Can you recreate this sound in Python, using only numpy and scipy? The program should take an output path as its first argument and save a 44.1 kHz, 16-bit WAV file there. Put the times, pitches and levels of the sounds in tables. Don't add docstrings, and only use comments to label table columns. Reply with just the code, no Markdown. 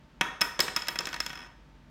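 import sys
import numpy as np
from scipy import signal
from scipy.fft import rfft, irfft, next_fast_len
from scipy.io import wavfile
from scipy.ndimage import map_coordinates

SR = 44100
rng = np.random.default_rng(int(sys.argv[2]) if len(sys.argv) > 2 else 0)


def file_out(sig):
    cols = np.atleast_2d(sig).T
    lim = np.clip(cols, -1, 1)
    pcm = np.round(lim * 32767).astype(np.int16)
    wavfile.write(sys.argv[1], SR, pcm)


N = 83790


def amp(db):
    return 10 ** (np.asarray(db) / 20)


def along(points, hz):
    f, v = np.transpose(points)
    return np.interp(np.log(hz + 1), np.log(f + 1), v)


def noise(spectrum, size):
    white = rfft(rng.standard_normal(size))
    gain = amp(along(spectrum, np.fft.rfftfreq(size, 1 / SR)))
    coloured = irfft(white * gain, size)
    return coloured / coloured.std()


def add(track, s, sound):
    part = track[round(s * SR):][:len(sound)]
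    part += sound[:len(part)]


def envelope(t, attack, t60, hold=0):
    rise = 1 - np.exp(-t / attack)
    return rise * amp(-60 * np.maximum(t - hold, 0) / t60)


# frequency in Hz, relative density in dB per Hz.
AIR_SPECTRUM = [(20, -46.5), (32, -29), (42, 0.5), (52, -1.5), (70, -7), (95, -13), (150, -8), (240, -10),
                (400, -19), (700, -22.5), (1200, -23), (2760, -28.5), (6000, -38.5), (10000, -51),
                (16000, -53.5)]
# frequency in Hz, level in dB rms.
HUM_PARTIALS = [(48.4, -61.5), (143, -64.5), (242, -74.5), (602, -77), (899, -73)]
AIR_DB = -57


def room_tone():
    t = np.arange(N) / SR
    hum = np.zeros(N)
    for hz, db in HUM_PARTIALS:
        wander = map_coordinates(rng.standard_normal(64), [t * 8.7], mode="mirror")
        hum += amp(db) * np.sqrt(2) * np.sin(2 * np.pi * hz * t + 0.5 * wander)
    return amp(AIR_DB) * noise(AIR_SPECTRUM, N) + hum


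def ring(modes, t, attack, scatter_db, detune):
    total = np.zeros(len(t))
    for k, (hz, db, t60) in enumerate(modes):
        level_chance, pitch_chance = rng.standard_normal(2)
        gain = (-1) ** k * amp(db + scatter_db * level_chance)
        sine = np.sin(2 * np.pi * hz * (1 + detune * pitch_chance) * t)
        total += gain * envelope(t, attack, t60) * sine
    return total


# frequency in Hz, level in dB relative to the contact, t60 in seconds.
BOARD_MODES = [(182, -14, 0.063), (329, -18, 0.1), (634, -20.5, 0.08), (756.4, -15, 0.11),
               (949.2, -9, 0.13), (1243, -8.5, 0.075), (1410, -16, 0.064), (1510, -8, 0.1),
               (1587, -20.5, 0.023), (1702, -6.5, 0.059), (1845, -10, 0.088), (1912, -7, 0.062),
               (2115, -11, .05), (2249, -10.5, 0.094), (2522, -10.5, 0.073), (2639, -7.5, 0.074),
               (2825, -12.5, 0.018), (3317, -4.5, 0.061)]
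STRIKER_MODES = [(3550, -27, .022), (5082, -11, 0.031), (5250, 3, .028), (6980, -24, .02)]
FLAT_BLOW_MODES = [(359, -8.5, 0.074), (425, -5, .03), (512, -0.5, .035), (596, -8, .028), (840, -7, 0.01),
                   (1100, -8.5, 0.04)]
# start in seconds, level in dB.
FLAT_LANDINGS = [(.5917, -20.5), (0.997, -33.5)]
BOARD_MODES_DB = -3.5
BOARD_ATTACK_S, RING_ATTACK_S = 0.00076, 0.00066


def ringing(contacts):
    out, t = np.zeros(N), np.arange(SR // 8) / SR
    for s, board_db, ring_db, _, _ in contacts:
        board = ring(BOARD_MODES, t, BOARD_ATTACK_S, scatter_db=0.7, detune=0.0018)
        add(out, s, amp(board_db + BOARD_MODES_DB) * board)
        striker = ring(STRIKER_MODES, t, RING_ATTACK_S, scatter_db=0, detune=0.004)
        add(out, s, amp(ring_db) * striker)
    for s, db in FLAT_LANDINGS:
        add(out, s, amp(db) * ring(FLAT_BLOW_MODES, t, attack=0.0008, scatter_db=2, detune=0.003))
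    return out


def bursts(times, levels_db, attack, t60, hold):
    power, t = np.zeros(N), np.arange(SR // 8) / SR
    shape = envelope(t, attack, t60, hold)
    for s, db in zip(times, levels_db):
        add(power, s, (amp(db) * shape) ** 2)
    return np.sqrt(power)


# frequency in Hz, relative density in dB per Hz.
WOOD_SPECTRUM = [(80, -45.5), (135, -19), (190, -3.5), (400, -7.5), (600, -6.5), (850, -10.5), (1300, 1),
                 (2200, -3.5), (3200, -5.5), (3900, -10), (4700, -25.5), (5300, -12.5), (6300, -10),
                 (7600, -27), (9000, -20.5), (10200, -31), (16000, -46.5)]
PLASTIC_SPECTRUM = [(300, -22.5), (2000, -5.5), (3400, 0.5), (4600, 2), (5600, -0.5), (6500, -3.5),
                    (7400, -1), (8100, -12), (10000, -26), (16000, -38.5)]
EDGE_SPECTRUM = [(2000, -22), (6000, -6.5), (8000, -5), (9000, 2.5), (10200, -7.5), (11400, 2),
                 (12700, -0.5), (13700, -2), (14700, -1), (15600, -5.5), (16500, -18.5)]
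WOOD_DB = -2.5
WOOD_T60_S, CLICK_T60_S, EDGE_T60_S = 0.032, 0.014, 0.012
CLICK_ATTACK_S = 0.00084
HOLD_S = 0.0015


def cracks(contacts, count):
    times, board_db, _, click_db, edge_db = np.transpose(contacts)
    wood = bursts(times, board_db + WOOD_DB, BOARD_ATTACK_S, WOOD_T60_S, HOLD_S)
    plastic = bursts(times, click_db, CLICK_ATTACK_S, CLICK_T60_S, hold=0.0012)
    edge = bursts(times, edge_db, CLICK_ATTACK_S, EDGE_T60_S, hold=0)
    layers = [(WOOD_SPECTRUM, wood), (PLASTIC_SPECTRUM, plastic), (EDGE_SPECTRUM, edge)]
    return [sum(strength * noise(spectrum, N) for spectrum, strength in layers) for _ in range(count)]


# frequency in Hz, t60 in seconds.
ROOM_DECAY = [(150, 0.33), (500, 0.67), (1500, 0.59), (5000, .52), (9000, 0.41), (15000, 0.27)]
# frequency in Hz, level in dB relative to the direct sound.
ROOM_LEVEL = [(150, -3), (350, 0.5), (1500, -2.5), (3500, -6.5), (5300, -9.5), (7000, -7.5), (15000, -6)]
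ROOM_BUILD_S = 0.0098


def room(x):
    hz, t, cells = signal.stft(rng.standard_normal(SR * 3 // 4), SR, nperseg=256)
    t60 = along(ROOM_DECAY, hz)[:, None]
    unit_energy = np.sqrt(2 * np.log(1000) / (t60 * SR))
    gain = amp(along(ROOM_LEVEL, hz))[:, None] * unit_energy
    tail = signal.istft(cells * gain * envelope(t, ROOM_BUILD_S, t60), SR, nperseg=256)[1]
    return signal.fftconvolve(x, tail)[:N]


# frequency in Hz, relative density in dB per Hz.
BRIGHT_TAIL_SPECTRUM = [(600, -26.5), (1200, -11), (3000, -8.5), (4500, 0.5), (8500, 4), (10500, -15.5),
                        (16000, -23)]
BRIGHT_TAIL_S, BRIGHT_TAIL_DB, BRIGHT_TAIL_T60_S = 0.612, -40, 0.45


def bright_tail():
    out, t = np.zeros(N), np.arange(SR // 2) / SR
    hiss = noise(BRIGHT_TAIL_SPECTRUM, len(t)) * envelope(t, attack=0.0049, t60=BRIGHT_TAIL_T60_S)
    add(out, BRIGHT_TAIL_S, amp(BRIGHT_TAIL_DB) * hiss)
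    return out


SETTLE_S, SETTLE_GAP_S, SETTLE_SHRINK = 1.374, 0.0155, 0.88
SETTLE_DB, SETTLE_LOSS_DB = (-39.5, -41, -58, -54), 1.5


def settling(count=11):
    unevenness = np.exp(0.13 * rng.standard_normal(count))
    gaps = SETTLE_GAP_S * SETTLE_SHRINK ** np.arange(count) * unevenness
    times = SETTLE_S + np.cumsum(gaps) - gaps
    return [(s, *(np.array(SETTLE_DB) - SETTLE_LOSS_DB * k)) for k, s in enumerate(times)]


# start in seconds, board level in dB, striker ring level in dB,
# plastic click level in dB, hard-edge treble level in dB.
CLACKS = [(0.2102, -14.5, -28, -33, -28.5), (0.4088, -29, -28, -24, -41), (.4135, -18.5, -18, -26, -17.5),
          (0.4167, -21.5, -14.5, -31, -30), (0.5916, -21, -35, -22.5, -39.5),
          (0.6025, -26.5, -35, -17.5, -20.5), (0.6047, -24.5, -12, -17.5, -18.5),
          (0.68, -27.5, -46, -48, -55), (0.7627, -27, -16.5, -20, -27), (.769, -26.5, -44, -47, -30.5),
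          (0.8201, -34.5, -30, -34, -52), (0.87, -36, -43, -38, -47), (0.8833, -26.5, -28.5, -26.5, -22),
          (0.8863, -27, -28, -32, -44), (.9568, -28.5, -35.5, -56, -38.5),
          (0.988, -27.5, -21.5, -21, -33.5), (1.006, -31, -35, -50, -35), (1.0547, -36, -31, -28, -40),
          (1.07, -27.5, -43, -36, -33), (1.088, -38, -41, -36, -49), (1.1291, -31.5, -38, -41, -42),
          (1.1416, -31.5, -34, -29.5, -41.5), (1.1617, -33.5, -40, -53, -45),
          (1.2029, -29, -19.5, -22.5, -28.5), (1.2628, -32, -29, -29, -33.5), (1.2946, -42, -41, -56, -43),
          (1.302, -34, -39, -58, -57), (1.330, -35.5, -43, -52, -44.5), (1.3543, -37.5, -39, -62, -48)]
RING_TO_ROOM_DB = -2.5


def scene():
    contacts = list(CLACKS) + settling()
    modes = ringing(contacts)
    direct, *others = cracks(contacts, count=4)
    returns = [room(x + amp(RING_TO_ROOM_DB) * modes) for x in others]
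    echo = sum(returns) / np.sqrt(len(others))
    return (room_tone() + modes + direct + echo + bright_tail())[None]


TOP_HZ = 16200


def record(dry):
    size = next_fast_len(N + SR // 2)
    hz = np.fft.rfftfreq(size, 1 / SR)
    low_pass = 1 / np.sqrt(1 + (hz / TOP_HZ) ** 160)
    return irfft(rfft(dry, size) * low_pass, size)[:, :N]


dry = scene()
out = record(dry)
file_out(out)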